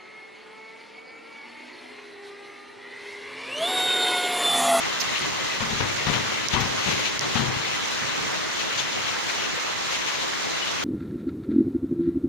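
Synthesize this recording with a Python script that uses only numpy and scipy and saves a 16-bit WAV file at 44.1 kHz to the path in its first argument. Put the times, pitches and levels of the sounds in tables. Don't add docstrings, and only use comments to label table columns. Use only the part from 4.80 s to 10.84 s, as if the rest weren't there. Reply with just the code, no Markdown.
import sys
import numpy as np
from scipy import signal
from scipy.fft import rfft, irfft
from scipy.io import wavfile
from scipy.ndimage import uniform_filter1d, minimum_filter1d

SR = 44100
rng = np.random.default_rng(int(sys.argv[2]) if len(sys.argv) > 2 else 0)


def generate_wav(sig):
    pcm = np.round(np.clip(np.atleast_2d(sig).T, -1, 1) * 32767).astype(np.int16)
    wavfile.write(sys.argv[1], SR, pcm)


N = 266364

# frequency in Hz, left level in dB, right level in dB.
RAIN_TONE = [(30, -87, -77.5), (120, -65, -65), (330, -59.5, -60), (704, -66, -65.5), (807, -63.5, -60.5),
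             (1060, -62, -63.5), (1410, -63.5, -64), (1750, -66, -63), (1970, -65, -63), (2240, -61.5, -65),
             (2300, -63, -66.5), (2830, -63, -67), (3980, -66, -66.5), (4570, -67.5, -70), (4900, -74, -68),
             (6000, -73.5, -68.5), (6450, -72, -68.5), (6810, -71.5, -69.5), (8060, -88, -79),
             (9700, -90, -84), (13500, -94, -96.5), (15000, -90, -87.5)]
# frequency in Hz, likeness from 0 to 1, left lead in radians.
PORT_LIKENESS = [(60, 0.96, 4.5), (283, 0.86, 3), (440, 0.8, 2.5), (630, 0.55, 2), (820, 0.85, 2.5),
                 (1180, 0.16, 1.4), (1265, 0, 0.46), (1600, 0.4, -0.4), (1990, 0.36, 0.4),
                 (2380, 0.34, -2.5), (3150, 0.06, -3.5), (3700, 0.23, -4.5), (5000, 0.03, -9)]
# pitch in Hz, width of the note in Hz, level in dB, balance in dB.
SHEET_ROOFS = [(2017, 140, -43, 5.5), (2744, 46, -49, 12), (1138, 210, -46.5, 5.5)]
# middle in seconds, level in dB, half length in seconds.
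PELT_RUNS = [(1.11, -40, .025), (1.21, -29, .02), (1.415, -36, 0.031)]
# middle in seconds, level in dB, half length in seconds, pitch in Hz, gain of that note in dB.
HISS_SURGES = [(0.297, -34, .03, 1900, 3), (0.373, -28, 0.025, 2480, 13), (0.99, -32, 0.0079, 6500, 4),
               (1.353, -25.5, 0.015, 2780, 11), (1.739, -23.5, 0.013, 3170, 1),
               (2.096, -27, 0.079, 2400, -5), (2.128, -41, 0.018, 10500, 6), (2.2, -32, 0.012, 5200, -7),
               (2.264, -23, 0.017, 2850, 5), (2.95, -31, .02, 2700, 1), (3.808, -27.5, 0.015, 3100, -5),
               (3.98, -30, .003, 5800, 0), (4, -25.5, 0.012, 6200, -4), (4.034, -31, .006, 4300, 6),
               (4.282, -30, .02, 3300, -6), (4.498, -26, 0.012, 1600, 12), (4.626, -32, 0.048, 2800, 10),
               (5.14, -28.5, 0.028, 2700, -3), (5.283, -28, 0.019, 2100, 2), (5.35, -29.5, 0.013, 2300, -1),
               (5.42, -30, 0.02, 3900, 2), (5.875, -30, 0.018, 2800, 5)]
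# start in seconds, level in dB, pitch in Hz, seconds to fade by 60 dB, balance in dB.
FAT_DROPS = [(.389, -31, 9100, .04, 5), (4.483, -23, 2300, 0.045, 10), (4.775, -22, 517, 0.047, 12),
             (5.195, -20.5, 2650, .05, 8), (5.288, -23, 2500, .08, 8), (5.822, -22, 2930, 0.13, 12)]
# time in seconds, pitch in Hz.
SQUEAK_PATH = [(3.982, 4550), (3.989, 4550), (3.996, 3450), (4.004, 3200), (4.011, 1200)]
# start in seconds, level in dB, rattle fade time in seconds, ring
# against the thud in dB, pitch the struck spot favours in Hz, bright slap in dB, balance in dB.
BLOWS = [(.275, -40, 0.023, -5, 140, -6, -17), (.405, -39.5, 0.07, 3, 157, -12, -1),
         (0.805, -28, 0.053, 5, 225, 1, 24), (0.904, -30.5, 0.064, 6.5, 260, 2, 24),
         (1.003, -23.5, 0.041, -1, 100, -13, 24), (1.268, -23, 0.063, 0.5, 196, -4.5, 26),
         (1.288, -28.5, 0.03, -1, 220, -2, 24), (1.337, -27.5, 0.053, -15, 129, -4, 20),
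         (1.362, -32, 0.045, 5, 108, -6, 24), (1.735, -24.5, 0.11, 2, 139, -10, 22),
         (1.751, -28, 0.029, 13, 965, -9, 27), (1.773, -30.5, .025, 7, 144, -14, 20),
         (1.801, -30, 0.051, 8, 900, -2, 22), (2.061, -28, 0.08, 5.5, 173, -7, 24),
         (2.393, -38.5, .02, 4, 147, -14, -4), (2.554, -24.5, 0.06, 5, 230, -4, 20),
         (2.591, -29.5, 0.031, 10.5, 130, -2, 15), (2.619, -32, 0.035, 9.5, 390, -7, 20),
         (2.679, -29.5, 0.02, 1, 327, -7, 20), (2.763, -33, 0.033, -6, 164, -8, 23),
         (3.215, -35, 0.027, 2, 148, -6, -25), (3.376, -38, .08, 7.5, 150, -6, -24),
         (3.931, -49, 0.044, 10, 110, -8, -10), (4.17, -44.5, 0.036, 8.5, 111, -6, -21)]
# pitch in Hz, level in dB, seconds to fade by 60 dB.
BODY_NOTES = [(100.2, -5, 0.81), (127.9, 1, 0.56), (154, -1, 0.32), (192, 3.5, 0.19), (226.3, -3, 0.68),
              (270, -11, 0.56), (327, -5, .45), (376, -3, 0.23), (782, -2, 0.25), (968, 1, 0.12),
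              (1020, -2, 0.17), (1088, 1, 0.16), (1166, 1, 0.22), (1454, -5, .25)]
# middle in seconds, level in dB, half length in seconds.
SLIDES = [(1.301, -24, .004), (1.337, -22, .005), (1.386, -27, .003), (1.714, -27, 0.0034),
          (1.81, -28, .006), (2.44, -26, .015), (2.575, -22.5, 0.012), (2.607, -30, 0.012),
          (2.665, -30, .009)]
# start in seconds, peak in dB before the limiter.
FINGER_TICKS = [(1.6858, -1.5), (1.6898, -20), (2.3938, 0), (2.4105, -10)]
# start in seconds, level in dB, length in seconds.
FINGER_BRUSHES = [(0.196, -24.5, 0.029), (1.8, -30.5, 0.021)]
# frequency in Hz, level in dB.
HISS_TONE = [(300, -12), (1200, -10), (2200, -2.5), (3100, -0.5), (4200, -3.5), (5000, -8.5), (6600, -4.5),
             (8300, -26.5), (11500, -24.5), (15000, -37)]
THUD_TONE = [(20, -24), (40, -5), (60, -7), (120, -1), (230, 0.5), (310, -7.5), (390, -2.5), (600, -5),
             (1200, -26.5), (4000, -60)]
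CLATTER_TONE = [(150, -33.5), (400, -5), (620, -5), (800, -1.5), (1000, -4.5), (1400, -8.5), (2400, -9.5),
                (4000, -16.5), (8000, -42), (16000, -65)]
SCRAPE_TONE = [(400, -16), (1300, 0.5), (2400, -9), (3100, 0.5), (4300, -2), (4900, -20), (6500, -7),
               (9000, -41)]
FINGER_TONE = [(500, -28), (3000, -27), (4100, -3), (5100, 2), (6400, 3), (8000, -24), (9300, -14),
               (13000, -25), (15500, -29)]

WAVE_RATES_HZ = (1.1, 9)


def rain():
    hz = np.fft.rfftfreq(N, 1 / SR)
    swell = gain_of(0.05 * wander(0.27, 12))
    near_gain, tile_gain = gain_of(-5), gain_of(-7)
    washes = []
    for _ in range(2):
        tiles = 0
        for ring_hz in np.geomspace(450, 6500, 24):
            ring = 1 / (1 + 1j * 9 * (hz / ring_hz - ring_hz / (hz + 1)))
            tiles = tiles + rfft(drops(per_s=70, spread_db=1.0)) * ring
        wash = evened(rng.standard_normal(N) + near_gain * drops(per_s=1500, spread_db=1.0))
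        washes.append(swell * (wash + tile_gain * irfft(tiles, N)) / np.hypot(1, tile_gain))
    left = rfft(patchy(washes[0], patch_db=1.62, flicker_db=1.0))
    other = rfft(patchy(washes[1], patch_db=0.68, flicker_db=1.34))
    likeness = np.clip(look_up(PORT_LIKENESS, hz), 0, 1)
    lag = np.exp(-1j * look_up(PORT_LIKENESS, hz, column=2))
    right = (likeness * left + np.sqrt(1 - likeness ** 2) * other) * lag
    ports = [left * gain_of(look_up(RAIN_TONE, hz)), right * gain_of(look_up(RAIN_TONE, hz, column=2))]
    return gain_of(-0.5) * np.sqrt(SR / 2) * irfft(np.array(ports), N)


def patchy(x, patch_db, flicker_db):
    hz, _, grid = signal.stft(x, SR, nperseg=512, noverlap=384)
    patches = rng.standard_normal(grid.T.shape).T
    for _ in range(2):
        patches = uniform_filter1d(uniform_filter1d(patches, size=14, axis=1), size=7, axis=0)
    flicker = np.interp(np.linspace(0, N, grid.shape[1]), np.arange(N), wander(0.63, 46))
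    treble = np.minimum(hz / 9000, 1)[:, None]
    grid = grid * gain_of(patch_db * evened(patches) + flicker_db * treble * flicker)
    return signal.istft(grid, SR, nperseg=512, noverlap=384)[1][:N]


def sheets():
    t, out = np.arange(N) / SR, np.zeros((2, N))
    swing_db, ease_db_per_s = 1.5, 2.07
    for hz, width, db, balance_db in SHEET_ROOFS:
        ring = ringing(drops(per_s=350, spread_db=2.5), hz, sharpness=hz / width)
        waves_db = swing_db * wander(*WAVE_RATES_HZ) - ease_db_per_s * (t - t.mean())
        out += panned(balance_db) * gain_of(db + waves_db) * evened(ring)
    return out


def pelts():
    hz, width_hz = 2030, 320
    ring = drops(per_s=1700, spread_db=-1.0)
    for _ in range(2):
        ring = ringing(ring, hz, sharpness=hz / width_hz)
    level = sum(hump(*run) for run in PELT_RUNS)
    return panned(balance_db=8) * level * evened(ring)


def hiss():
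    fizz = np.array([evened(colour(drops(per_s=9000, spread_db=1.5), HISS_TONE)) for _ in range(2)])
    usual_db, swing_db = -43.5, 3.5
    out = fizz * gain_of(usual_db + swing_db * np.tanh(wander(*WAVE_RATES_HZ)))
    for s, db, half, hz, note_db in HISS_SURGES:
        note = gain_of(note_db) * ringing(fizz, hz, sharpness=3.5)
        out += hump(s, db, half) * evened(fizz + note)
    return out * panned(balance_db=6)


def drips():
    t, out = np.arange(int(.15 * SR)) / SR, np.zeros((2, N))
    soft_start = 1 - np.exp(-t / 0.0033)
    for s, db, hz, fade_s, balance_db in FAT_DROPS:
        pitches = hz + rng.normal(0, 80, size=4)
        phases = rng.uniform(0, 2 * np.pi, size=4)
        ring = sum(np.sin(2 * np.pi * pitch * t + phase) for pitch, phase in zip(pitches, phases)) / 2
        add(out, s, panned(balance_db) * gain_of(db - 60 * t / fade_s) * soft_start * ring)
    return out


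def squeak():
    level_db, roughness = -30, 0.077
    times, pitches = np.transpose(SQUEAK_PATH)
    t, out = np.arange(times[0], times[-1], 1 / SR), np.zeros((2, N))
    hz = np.interp(t, times, pitches) * (1 + roughness * wander(100, 1500)[:len(t)])
    tone = evened(np.sin(2 * np.pi * np.cumsum(hz) / SR) * signal.windows.tukey(len(t), .1))
    add(out, times[0], panned(balance_db=10) * gain_of(level_db) * tone)
    return out


def bumps():
    t, out = np.arange(int(.7 * SR)) / SR, np.zeros((2, N))
    hard_blow_db, slap_fade_s = -21, 0.027
    shove_hz, shove_peak_s = 150, 0.0029
    shove = t / shove_peak_s * np.exp(1 - t / shove_peak_s) * np.sin(2 * np.pi * shove_hz * t)
    for s, db, rattle_s, ring_db, spot_hz, slap_db, balance_db in BLOWS:
        force_db, early = db - hard_blow_db, round(rattle_s * SR)
        contacts = drops(per_s=1600, spread_db=1.34)[:len(t)] * np.exp(-t / rattle_s)
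        contacts[0] += 8
        thud, clatter = colour(contacts, THUD_TONE), colour(contacts, CLATTER_TONE)
        slap = evened(colour(rng.standard_normal(len(t)), HISS_TONE)) * np.exp(-t / slap_fade_s)
        bright = gain_of(0.5) * clatter / clatter[:early].std() + gain_of(slap_db) * slap
        sound = thud / thud[:early].std() + gain_of(ring_db) * body_ring(t, spot_hz)
        sound += gain_of(0.11 * force_db) * bright
        sound += gain_of(6 + 0.42 * force_db) * shove
        add(out, s, gain_of(db) * panned(balance_db) * sound)
    return out


def body_ring(t, spot_hz):
    ring = 0
    for hz, db, fade_s in BODY_NOTES:
        weaker_db = 13 * np.tanh(2.6 * np.log2(hz / spot_hz)) ** 2
        ring = ring + gain_of(db - weaker_db - 60 * t / fade_s) * np.sin(2 * np.pi * hz * t)
    return ring * (1 - np.exp(-t / 0.0093))


def scrapes():
    slips = evened(colour(drops(per_s=3000, spread_db=2.5), SCRAPE_TONE))
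    level = sum(hump(*slide) for slide in SLIDES)
    return panned(balance_db=20) * level * slips


def touches():
    out, ports = np.zeros((2, N)), panned(balance_db=-28)
    tick = colour(signal.unit_impulse(256), FINGER_TONE)
    for s, db in FINGER_TICKS:
        add(out, s, ports * gain_of(db) * tick / abs(tick).max())
    for s, db, length in FINGER_BRUSHES:
        count = round(length * SR)
        slips = rng.standard_normal(count) * signal.windows.tukey(count, .5)
        add(out, s, ports * gain_of(db) * evened(np.convolve(slips, tick)))
        add(out, s, ports * gain_of(db - 7) * evened(np.diff(slips)))
    return out


def rumble():
    t = np.arange(N) / SR
    rest_db, stir_db, settle_s = -58.5, -15.5, 0.28
    stir = np.max([gain_of(db) * np.exp(-abs(t - s) / settle_s) for s, db, *_ in BLOWS], axis=0)
    level = gain_of(rest_db) + gain_of(stir_db) * stir
    lumps = np.array([evened(colour(drops(per_s=300, spread_db=1.5), THUD_TONE)) for _ in range(2)])
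    return level * lumps * panned(balance_db=3)


def drops(per_s, spread_db):
    size = gain_of(spread_db * np.minimum(rng.exponential(1, N), 4.5))
    return evened(size * rng.choice([-1, 1], N) * (rng.random(N) < per_s / SR))


def wander(low_hz, high_hz):
    hz = np.fft.rfftfreq(N, 1 / SR)
    band = rfft(rng.standard_normal(N)) * (hz > low_hz) * (hz < high_hz)
    return evened(irfft(band / np.sqrt(hz + low_hz), N))


def hump(middle_s, db, half_s):
    t = np.arange(N) / SR
    return gain_of(db) * np.exp(-.5 * ((t - middle_s) / half_s) ** 2)


def ringing(x, hz, sharpness):
    return signal.lfilter(*signal.iirpeak(hz, sharpness, fs=SR), x)


def colour(x, tone):
    size = 8192
    log_gain = np.log(gain_of(look_up(tone, abs(np.fft.fftfreq(size, 1 / SR)))))
    response = np.fft.ifft(np.exp(np.conj(signal.hilbert(log_gain)))).real[:size // 2]
    return signal.fftconvolve(x, response)[:len(x)]


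def look_up(table, hz, column=1):
    columns = np.transpose(table)
    return np.interp(np.log(hz + 1), np.log(columns[0] + 1), columns[column])


def gain_of(db):
    return 10 ** (np.asarray(db) / 20)


def evened(x):
    return x / np.sqrt(np.mean(x ** 2) + 1e-20)


def panned(balance_db):
    return gain_of([[min(balance_db, 0)], [min(-balance_db, 0)]])


def add(mix, s, sound):
    part = mix[:, max(round(s * SR), 0):][:, :sound.shape[1]]
    part += sound[:, :part.shape[1]]


def scene():
    return (rain() + sheets() + pelts() + hiss() + drips() + squeak()
            + bumps() + scrapes() + rumble() + touches())


def record(dry):
    bass_hz, treble_hz = 42, 15500
    ceiling_db, hold_s, ramp_s = -5.2, .028, .006
    dry = signal.sosfilt(signal.butter(2, bass_hz, "high", fs=SR, output="sos"), dry)
    needed_db = np.minimum(ceiling_db - 20 * np.log10(abs(dry).max(0) + 1e-9), 0)
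    hold = int(hold_s * SR)
    held_db = minimum_filter1d(needed_db, hold, origin=hold // 20)
    dip_db = uniform_filter1d(held_db, int(ramp_s * SR))
    low_pass = signal.firwin(511, treble_hz, window=("kaiser", 8), fs=SR)
    return signal.oaconvolve(dry * gain_of(dip_db), low_pass[None], "same")


dry = scene()
out = record(dry)
generate_wav(out)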